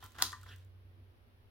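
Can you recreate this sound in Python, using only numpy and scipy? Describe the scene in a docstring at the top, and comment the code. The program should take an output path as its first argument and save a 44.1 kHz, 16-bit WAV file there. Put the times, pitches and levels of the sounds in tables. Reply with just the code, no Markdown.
"""A small bamboo basket is pressed into gel pieces on a woven tray and lifted away, close up.
Its ribs rustle and tick over the weave, then catch and slip with one sharp snap.
The gel squishes in tiny sticky pops; the hollow tray rings under knocks and dropping pieces,
swells softly when rubbed and thuds at the snap. A small room answers, over low hum and faint hiss."""
import sys
import numpy as np
from scipy import signal
from scipy.fft import rfft, irfft, next_fast_len
from scipy.io import wavfile
from scipy.ndimage import map_coordinates

SR = 44100
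rng = np.random.default_rng(int(sys.argv[2]) if len(sys.argv) > 2 else 0)


def dump_mix(stems):
    """Bounce the given channels to the path in sys.argv[1] as a 16-bit WAV at rate SR."""
    frames = np.atleast_2d(stems).T  # one column per channel
    limited = np.clip(frames, -1, 1)  # hard clip at full scale
    pcm = np.round(limited * 32767).astype(np.int16)
    wavfile.write(sys.argv[1], SR, pcm)


N = 66150
T = np.arange(N) / SR

# The quick slips that make up the snap. Each row: start in seconds, level in dB, left-side lag in ms.
SLIPS = [(0.2224, -13.5, .055), (.22354, -12.5, .05), (0.225, -24.5, .08)]
# The ring of a bamboo rib. Each row: pitch in Hz, level in dB, 60 dB decay time in seconds.
RIB_MODES = [(1201, -11, 0.01423), (1952, -18, 0.01162), (2610, -19, 0.011), (3298, -9.5, 0.0077),
             (4037, -6.3, 0.0067), (4860, -4, .006), (5430, -7.5, .007), (6474, -9, .007),
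             (8660, -14.5, 0.00827)]
# The bright tone of the crack. Each row: frequency in Hz, level in dB.
CRACK_EQ = [(800, -7), (2250, -13), (4200, 1), (5800, 0.5), (7000, .5), (8200, -5.5), (9500, -3.5),
            (16000, -7)]
# Where the snap sits in stereo. Each row: frequency in Hz, left minus right in dB.
SNAP_PAN = [(1000, -3.5), (4500, 2), (9000, -5), (15000, -5)]
# Ticks of the weave. Each row: start in seconds, level in dB, brightness in dB per octave.
TICKS = [(0.026, -60, 3), (.04, -42.5, 8), (.051, -55, 0), (0.061, -48, 3), (0.1064, -63.5, -1),
         (0.1192, -55.5, -0.5), (0.1615, -58.5, -4), (.185, -44.5, -3.5), (0.201, -45.5, 8),
         (0.2183, -37.5, -2), (0.3195, -42, -3), (0.3286, -45.5, -2.5), (0.413, -55.5, -0.5),
         (0.4315, -51.5, -1.5), (0.441, -59, -1), (0.46, -56.5, -11.5), (0.561, -54.5, 1),
         (.583, -61.5, 3.5), (0.647, -63, 7)]
# The tone of a tick. 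Each row: frequency in Hz, level in dB.
TICK_EQ = [(300, -18.5), (1200, 1.5), (2300, -3.5), (3600, 2), (5500, -2.5), (7500, 3), (10000, -3),
           (16000, -3)]
# Rubbing strokes. Each row: start and end in seconds, level in dB, brightness in dB per octave.
STROKES = [(.002, 0.036, -64, 1), (0.023, 0.059, -59, 0), (0.06, 0.136, -70, 2.5),
           (0.143, 0.179, -60, -1.5), (0.181, 0.249, -49, 0), (0.344, 0.48, -70, 1.5),
           (0.458, 0.49, -61.5, -1.5), (0.486, 0.542, -64, 0.5), (0.551, 0.632, -74.5, 1.5)]
# The tone of the rubbing. Each row: frequency in Hz, level in dB.
RUB_EQ = [(150, -3.5), (560, -7.5), (800, -3), (1600, 2.5), (2300, -7.5), (3300, 0), (5000, -7.5),
          (8000, -14.5), (16000, -15.5)]
# Gel squeezed under the rim. Each row: start and end in seconds, typical pitch in Hz, level in dB.
SQUISHES = [(0.038, 0.071, 1200, -65), (.022, 0.042, 3300, -65), (.43, .438, 1350, -56.5),
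            (.459, .471, 1930, -63.5), (.484, .512, 1530, -60), (.51, .541, 1714, -61.5),
            (.481, 0.499, 5200, -67), (.486, .53, 3270, -63.5), (.515, 0.539, 2700, -62)]
# Knocks on the tray. Each row: start in seconds, level in dB.
KNOCKS = [(.026, -47.5), (.034, -54.5), (.186, -41.5), (.193, -45.5), (.2, -39.5), (.2108, -39.5),
          (.2228, -32), (.2268, -42.5), (.461, -53.5)]
# The ring of the tray. Each row: pitch in Hz, level in dB, 60 dB decay time in seconds.
TRAY_MODES = [(688, -13, 0.032), (814, -10.5, .06), (943, -16, .17), (1023.6, -12.5, 0.17),
              (1171.4, -9.5, 0.087), (1240.3, -12, 0.053), (1366.6, -11, 0.1719), (1476, -10, .075),
              (1818, -11.5, .055), (1960, -12.5, 0.04)]
# The dull puff of a blow. Each row: frequency in Hz, level in dB.
PUFF_EQ = [(800, 8.5), (1900, 3), (2500, -15), (8000, -24.5), (16000, -33)]
# Pieces dropping on the tray. 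Each row: start in seconds, level in dB.
DROPS = [(.3292, -35), (.3384, -55)]
# The thinner tone of those drops. Each row: frequency in Hz, gain in dB.
DROP_EQ = [(200, -24), (820, -26), (950, -4.5), (1150, 1.5), (1400, -2.5), (1950, 4), (2500, -10.5),
           (8000, -5.5)]
# The tray swells as the basket shifts. Each row: peak time and width in seconds, level in dB.
SWELLS = [(0.042, 0.013, -63), (0.186, .03, -69), (0.514, 0.021, -71.5), (0.982, 0.05, -72)]
# The tray's low body. Each row: pitch in Hz, level in dB, 60 dB decay time in seconds.
BODY_MODES = [(245, 0.5, .25), (328, -5, 0.29), (413, -9, 0.12)]
# How far the left microphone leads the right. Each row: frequency in Hz, phase in radians.
MIC_PHASE = [(300, 0), (700, 0.012), (1100, 1), (1800, 0.69), (2600, -0.41), (5000, -0.46), (9000, -0.22)]
# The length of the room's tail. Each row: frequency in Hz, 60 dB decay time in seconds.
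ROOM_DECAY = [(200, 0.59), (1000, 0.25), (4000, 0.28), (9000, .29), (16000, 0.17)]
# The tone of the tail. Each row: frequency in Hz, gain in dB.
ROOM_EQ = [(150, -3.5), (550, -11), (1200, -10.5), (2400, -3.5), (4500, -7), (8000, -7), (15000, -4.5)]
# The tail's stereo image. Each row: frequency in Hz, left-right likeness (1 is mono).
ROOM_LIKENESS = [(200, 0.76), (650, 0.42), (1200, 0.96), (3000, 0.46), (10000, 0)]
# The rise and fall of the hum. Each row: time in seconds, level in dB.
HUM_LEVELS = [(0, -78.5), (.044, -50.5), (.08, -58.5), (.115, -96), (.165, -60.5), (.3, -57), (.39, -57),
              (.44, -54.5), (.6, -54), (.75, -58), (1.0, -60), (1.11, -57.5), (1.15, -68.5), (1.37, -70),
              (1.42, -62), (1.5, -66.5)]
# The tone of the room rumble. Each row: frequency in Hz, level in dB.
RUMBLE_EQ = [(20, -7.5), (40, -13), (60, 7), (80, -2.5), (102, 3), (135, -14.5), (180, -21.5), (250, -12),
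             (290, -24), (340, -14.5), (550, -23.5), (900, -42.5), (2000, -77)]
# The tone of the hiss. Each row: frequency in Hz, level in dB.
HISS_EQ = [(100, -6.5), (500, 2), (1000, -0.5), (2000, -4.5), (3200, -6.5), (5500, -16), (7000, -28.5),
           (8800, -26.5), (10200, -16), (15500, -19)]


def rib_slip(start, db, lag_ms, crack_db=-6.5):
    """One jerk of a rib slipping off the weave: a crack and a very short ring."""
    crack = spread(coloured(burst(start, t60=0.012), CRACK_EQ), [(1000, 1.0), (10000, 0.35)])
    jerk = amp(db) * low_cut(ring(RIB_MODES, start, scatter_db=1.5) + amp(crack_db) * crack, order=8)
    delay = lambda hz: np.exp(np.outer([-1j, 1j], np.pi * hz * lag_ms / 1000))
    pan = lambda hz: amp(np.outer([.5, -.5], along(SNAP_PAN, hz)))
    return filtered(jerk, lambda hz: delay(hz) * pan(hz))


def weave_ticks():
    """Single strips of bamboo flick past each other."""
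    pair = sum(amp(db) * coloured(burst(start, t60=0.019, attack=0.00046), TICK_EQ, tilt)
               for start, db, tilt in TICKS)
    return spread(pair, [(1000, 0.76), (4000, 0.9), (8000, 0.044)])


def rim_rustle(catches_per_s=1800, scatter_db=4.5, smooth_mix=0.85, attack_s=0.0041, release_s=.014):
    """The rim rubs over weave and gel: dense tiny catches blended with smooth noise."""
    out = np.zeros((2, N))
    for start, end, db, tilt in STROKES:
        catches = (rng.random((2, N)) < catches_per_s / SR) * rng.choice([-1, 1], (2, N))
        catches = catches * amp(scatter_db * rng.standard_normal((2, N)))
        grit = unit(unit(catches) + smooth_mix * rng.standard_normal((2, N)))
        stroke = np.clip((T - start) / attack_s, 0, 1) * np.exp(-np.maximum(T - end, 0) / release_s)
        out += amp(db) * coloured(stroke * grit, RUB_EQ, tilt)
    return spread(out, [(1000, 1.0), (4000, 0.36), (7000, .05)])


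def gel_squish(pops_per_s=500, decay_cycles=20, scatter_octaves=.085, scatter_db=3):
    """Sticky gel lets go in a crowd of tiny damped pops, each at its own pitch."""
    out = np.zeros(N)
    t = np.arange(SR // 50) / SR
    for start, end, pitch_hz, db in SQUISHES:
        draw = rng.standard_normal((200, 2))
        onsets = (np.arange(len(draw)) + rng.random(len(draw))) / pops_per_s
        hz = pitch_hz * 2 ** (scatter_octaves * draw[:, :1])
        strength = amp(scatter_db * draw[:, 1:]) * (onsets < end - start)[:, None]
        envelope = (1 - np.exp(-t * hz)) * amp(-60 * t * hz / decay_cycles)
        pops = strength * envelope * np.sin(2 * np.pi * hz * t)
        samples = np.round((start + onsets[:, None] + t) * SR).astype(int)
        crowd = np.bincount(samples.ravel(), pops.ravel(), N)[:N]
        out += amp(db) * unit(crowd) * np.sqrt((end - start) * SR / N)
    return out


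def tray_knocks(blows, puff_db=2):
    """Each blow gives a dull puff and rings the hollow tray."""
    puffs = sum(amp(db) * burst(start, t60=0.011) for start, db in blows)
    rings = sum(amp(db) * ring(TRAY_MODES, start, scatter_db=3.5) for start, db in blows)
    return low_cut(rings + amp(puff_db) * spread(coloured(puffs, PUFF_EQ), [(1000, 0.24)]))


def tray_body(thud_db=-50.5, waver_rad=0.2):
    """The tray's low modes swell softly when rubbed, and thud at the snap."""
    swells = sum(amp(db) * np.exp(-.5 * ((T - peak) / width) ** 2) for peak, width, db in SWELLS)
    drone = sum(amp(db + 3.9 * wobble(30)) * np.sin(2 * np.pi * hz * T + waver_rad * wobble(30))
                for hz, db, _ in BODY_MODES)
    thud = amp(thud_db) * ring(BODY_MODES, SLIPS[0][0], scatter_db=1.5)
    return swells * unit(drone) + thud


def room(x, send_db=-2, onset_s=0.0047):
    """The small room's tail, lingering longest in the bass."""
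    hz, t, spectrum = signal.stft(rng.standard_normal((2, N)), SR, nperseg=256)
    decay = amp(-60 * t / along(ROOM_DECAY, hz)[:, None])
    tail = signal.istft(spectrum * decay, SR, nperseg=256)[1][:, :N]
    tail *= np.clip(T / onset_s - .5, 0, 1)
    tail = eq(spread(tail / np.linalg.norm(tail[0]), ROOM_LIKENESS), ROOM_EQ)
    return amp(send_db) * signal.fftconvolve(x, tail, axes=1)[:, :N]


def background(hum_hz=93.66, rumble_db=-62, hiss_db=-72.5, follow=0.13):
    """A wavering low hum over room rumble and hiss."""
    level_db = np.interp(T, *np.transpose(HUM_LEVELS))
    hum_gain = np.sqrt(2) * amp(level_db + 0.42 * wobble(27))
    hum = hum_gain * np.sin(2 * np.pi * hum_hz * T + 0.099 * wobble(8.8))
    rumble = amp(rumble_db) * noise_bed(RUMBLE_EQ, [(60, 0.78), (400, 0.77)])
    # The deep end of the rumble rides a share of the hum's level swings.
    deep = filtered(rumble, lambda hz: hz < 2 * hum_hz)
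    rumble += deep * (amp(follow * (level_db - level_db.mean())) - 1)
    hiss = amp(hiss_db) * noise_bed(HISS_EQ, [(300, .5), (900, -0.26), (10000, 0.0047)])
    return (hum + rumble) * amp([[-.8], [.8]]) + hiss


def amp(db):
    """Decibels to gain."""
    return 10 ** (np.asarray(db) / 20)


def unit(x):
    """Scaled to rms 1."""
    return x / np.sqrt(np.mean(x ** 2) + 1e-20)


def along(points, hz):
    """A curve through (Hz, value) points on a log axis."""
    freqs, values = np.transpose(points)
    return np.interp(np.log(hz + 1), np.log(freqs + 1), values)


def filtered(x, response):
    """x shaped by a frequency response."""
    size = next_fast_len(N + SR // 2)
    return irfft(rfft(x, size) * response(np.fft.rfftfreq(size, 1 / SR)), size)[..., :N]


def eq(x, points):
    """A zero-phase equaliser through (Hz, dB) points."""
    return filtered(x, lambda hz: amp(along(points, hz)))


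def coloured(x, points, tilt_db=0, size=2048):
    """A causal equaliser of unit energy, tilted per octave above 500 Hz."""
    hz = np.fft.rfftfreq(size, 1 / SR)
    cepstrum = irfft(np.log(amp(along(points, hz) + tilt_db * np.log2(np.maximum(hz, 500)))))
    # Minimum phase keeps the attacks crisp.
    cepstrum[1:size // 2] *= 2
    cepstrum[size // 2 + 1:] = 0
    impulse = irfft(np.exp(rfft(cepstrum)))
    return filtered(x, lambda _: rfft(impulse / np.linalg.norm(impulse), next_fast_len(N + SR // 2)))


def low_cut(x, order=6, cutoff_hz=740):
    """A high-pass: little bass is left below the cut-off."""
    return signal.sosfilt(signal.butter(order, cutoff_hz, "high", fs=SR, output="sos"), x)


def spread(pair, likeness):
    """Two unrelated signals mixed to stereo by (Hz, left-right likeness) points."""
    angle = lambda hz: np.arccos(np.clip(along(likeness, hz), -1, 1)) / 2
    mid, side = filtered(pair, lambda hz: np.array([np.cos(angle(hz)), np.sin(angle(hz))]))
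    return np.array([mid + side, mid - side])


def fade(start, t60):
    """A sudden start, then 60 dB of decay every t60 seconds."""
    return (T >= start) * amp(-60 * np.maximum(T - start, 0) / t60)


def burst(start, t60, attack=1e-5):
    """Two unrelated puffs of noise of equal energy."""
    envelope = fade(start, t60) * np.clip((T - start) / attack, 0, 1)
    puffs = envelope * rng.standard_normal((2, N))
    return puffs * np.linalg.norm(envelope) / np.linalg.norm(puffs, axis=1, keepdims=True)


def ring(modes, start, scatter_db):
    """Damped modes struck together, each a little different in strength."""
    return sum((-1) ** k * amp(db + scatter_db * rng.standard_normal())
               * fade(start, t60) * np.sin(2 * np.pi * hz * (T - start))
               for k, (hz, db, t60) in enumerate(modes))


def wobble(rate):
    """A smooth random curve, rate knots a second."""
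    return map_coordinates(rng.standard_normal(256), [T * rate + 2], mode="wrap")


def noise_bed(points, likeness):
    """Steady, equalised stereo noise at rms 1."""
    return unit(spread(eq(rng.standard_normal((2, N)), points), likeness))


def scene():
    """Basket, gel and tray in the room, heard by two close microphones."""
    drops = eq(tray_knocks(DROPS), DROP_EQ)
    textures = (weave_ticks() + rim_rustle() + gel_squish()) * amp([[-.5], [.5]])
    handling = textures + drops + tray_knocks(KNOCKS)
    snap = [rib_slip(*row) for row in SLIPS]
    mic_phase = lambda hz: np.exp(np.outer([.5j, -.5j], along(MIC_PHASE, hz)))
    direct = filtered(sum(snap) + handling, mic_phase)
    reverb = sum(room(jerk) for jerk in snap) + room(handling)
    return direct + reverb + tray_body() + background()


def record(dry):
    """A hard cut takes off the top at 16 kHz."""
    return filtered(dry, lambda hz: hz < 16000)


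dry = scene()
out = record(dry)
dump_mix(out)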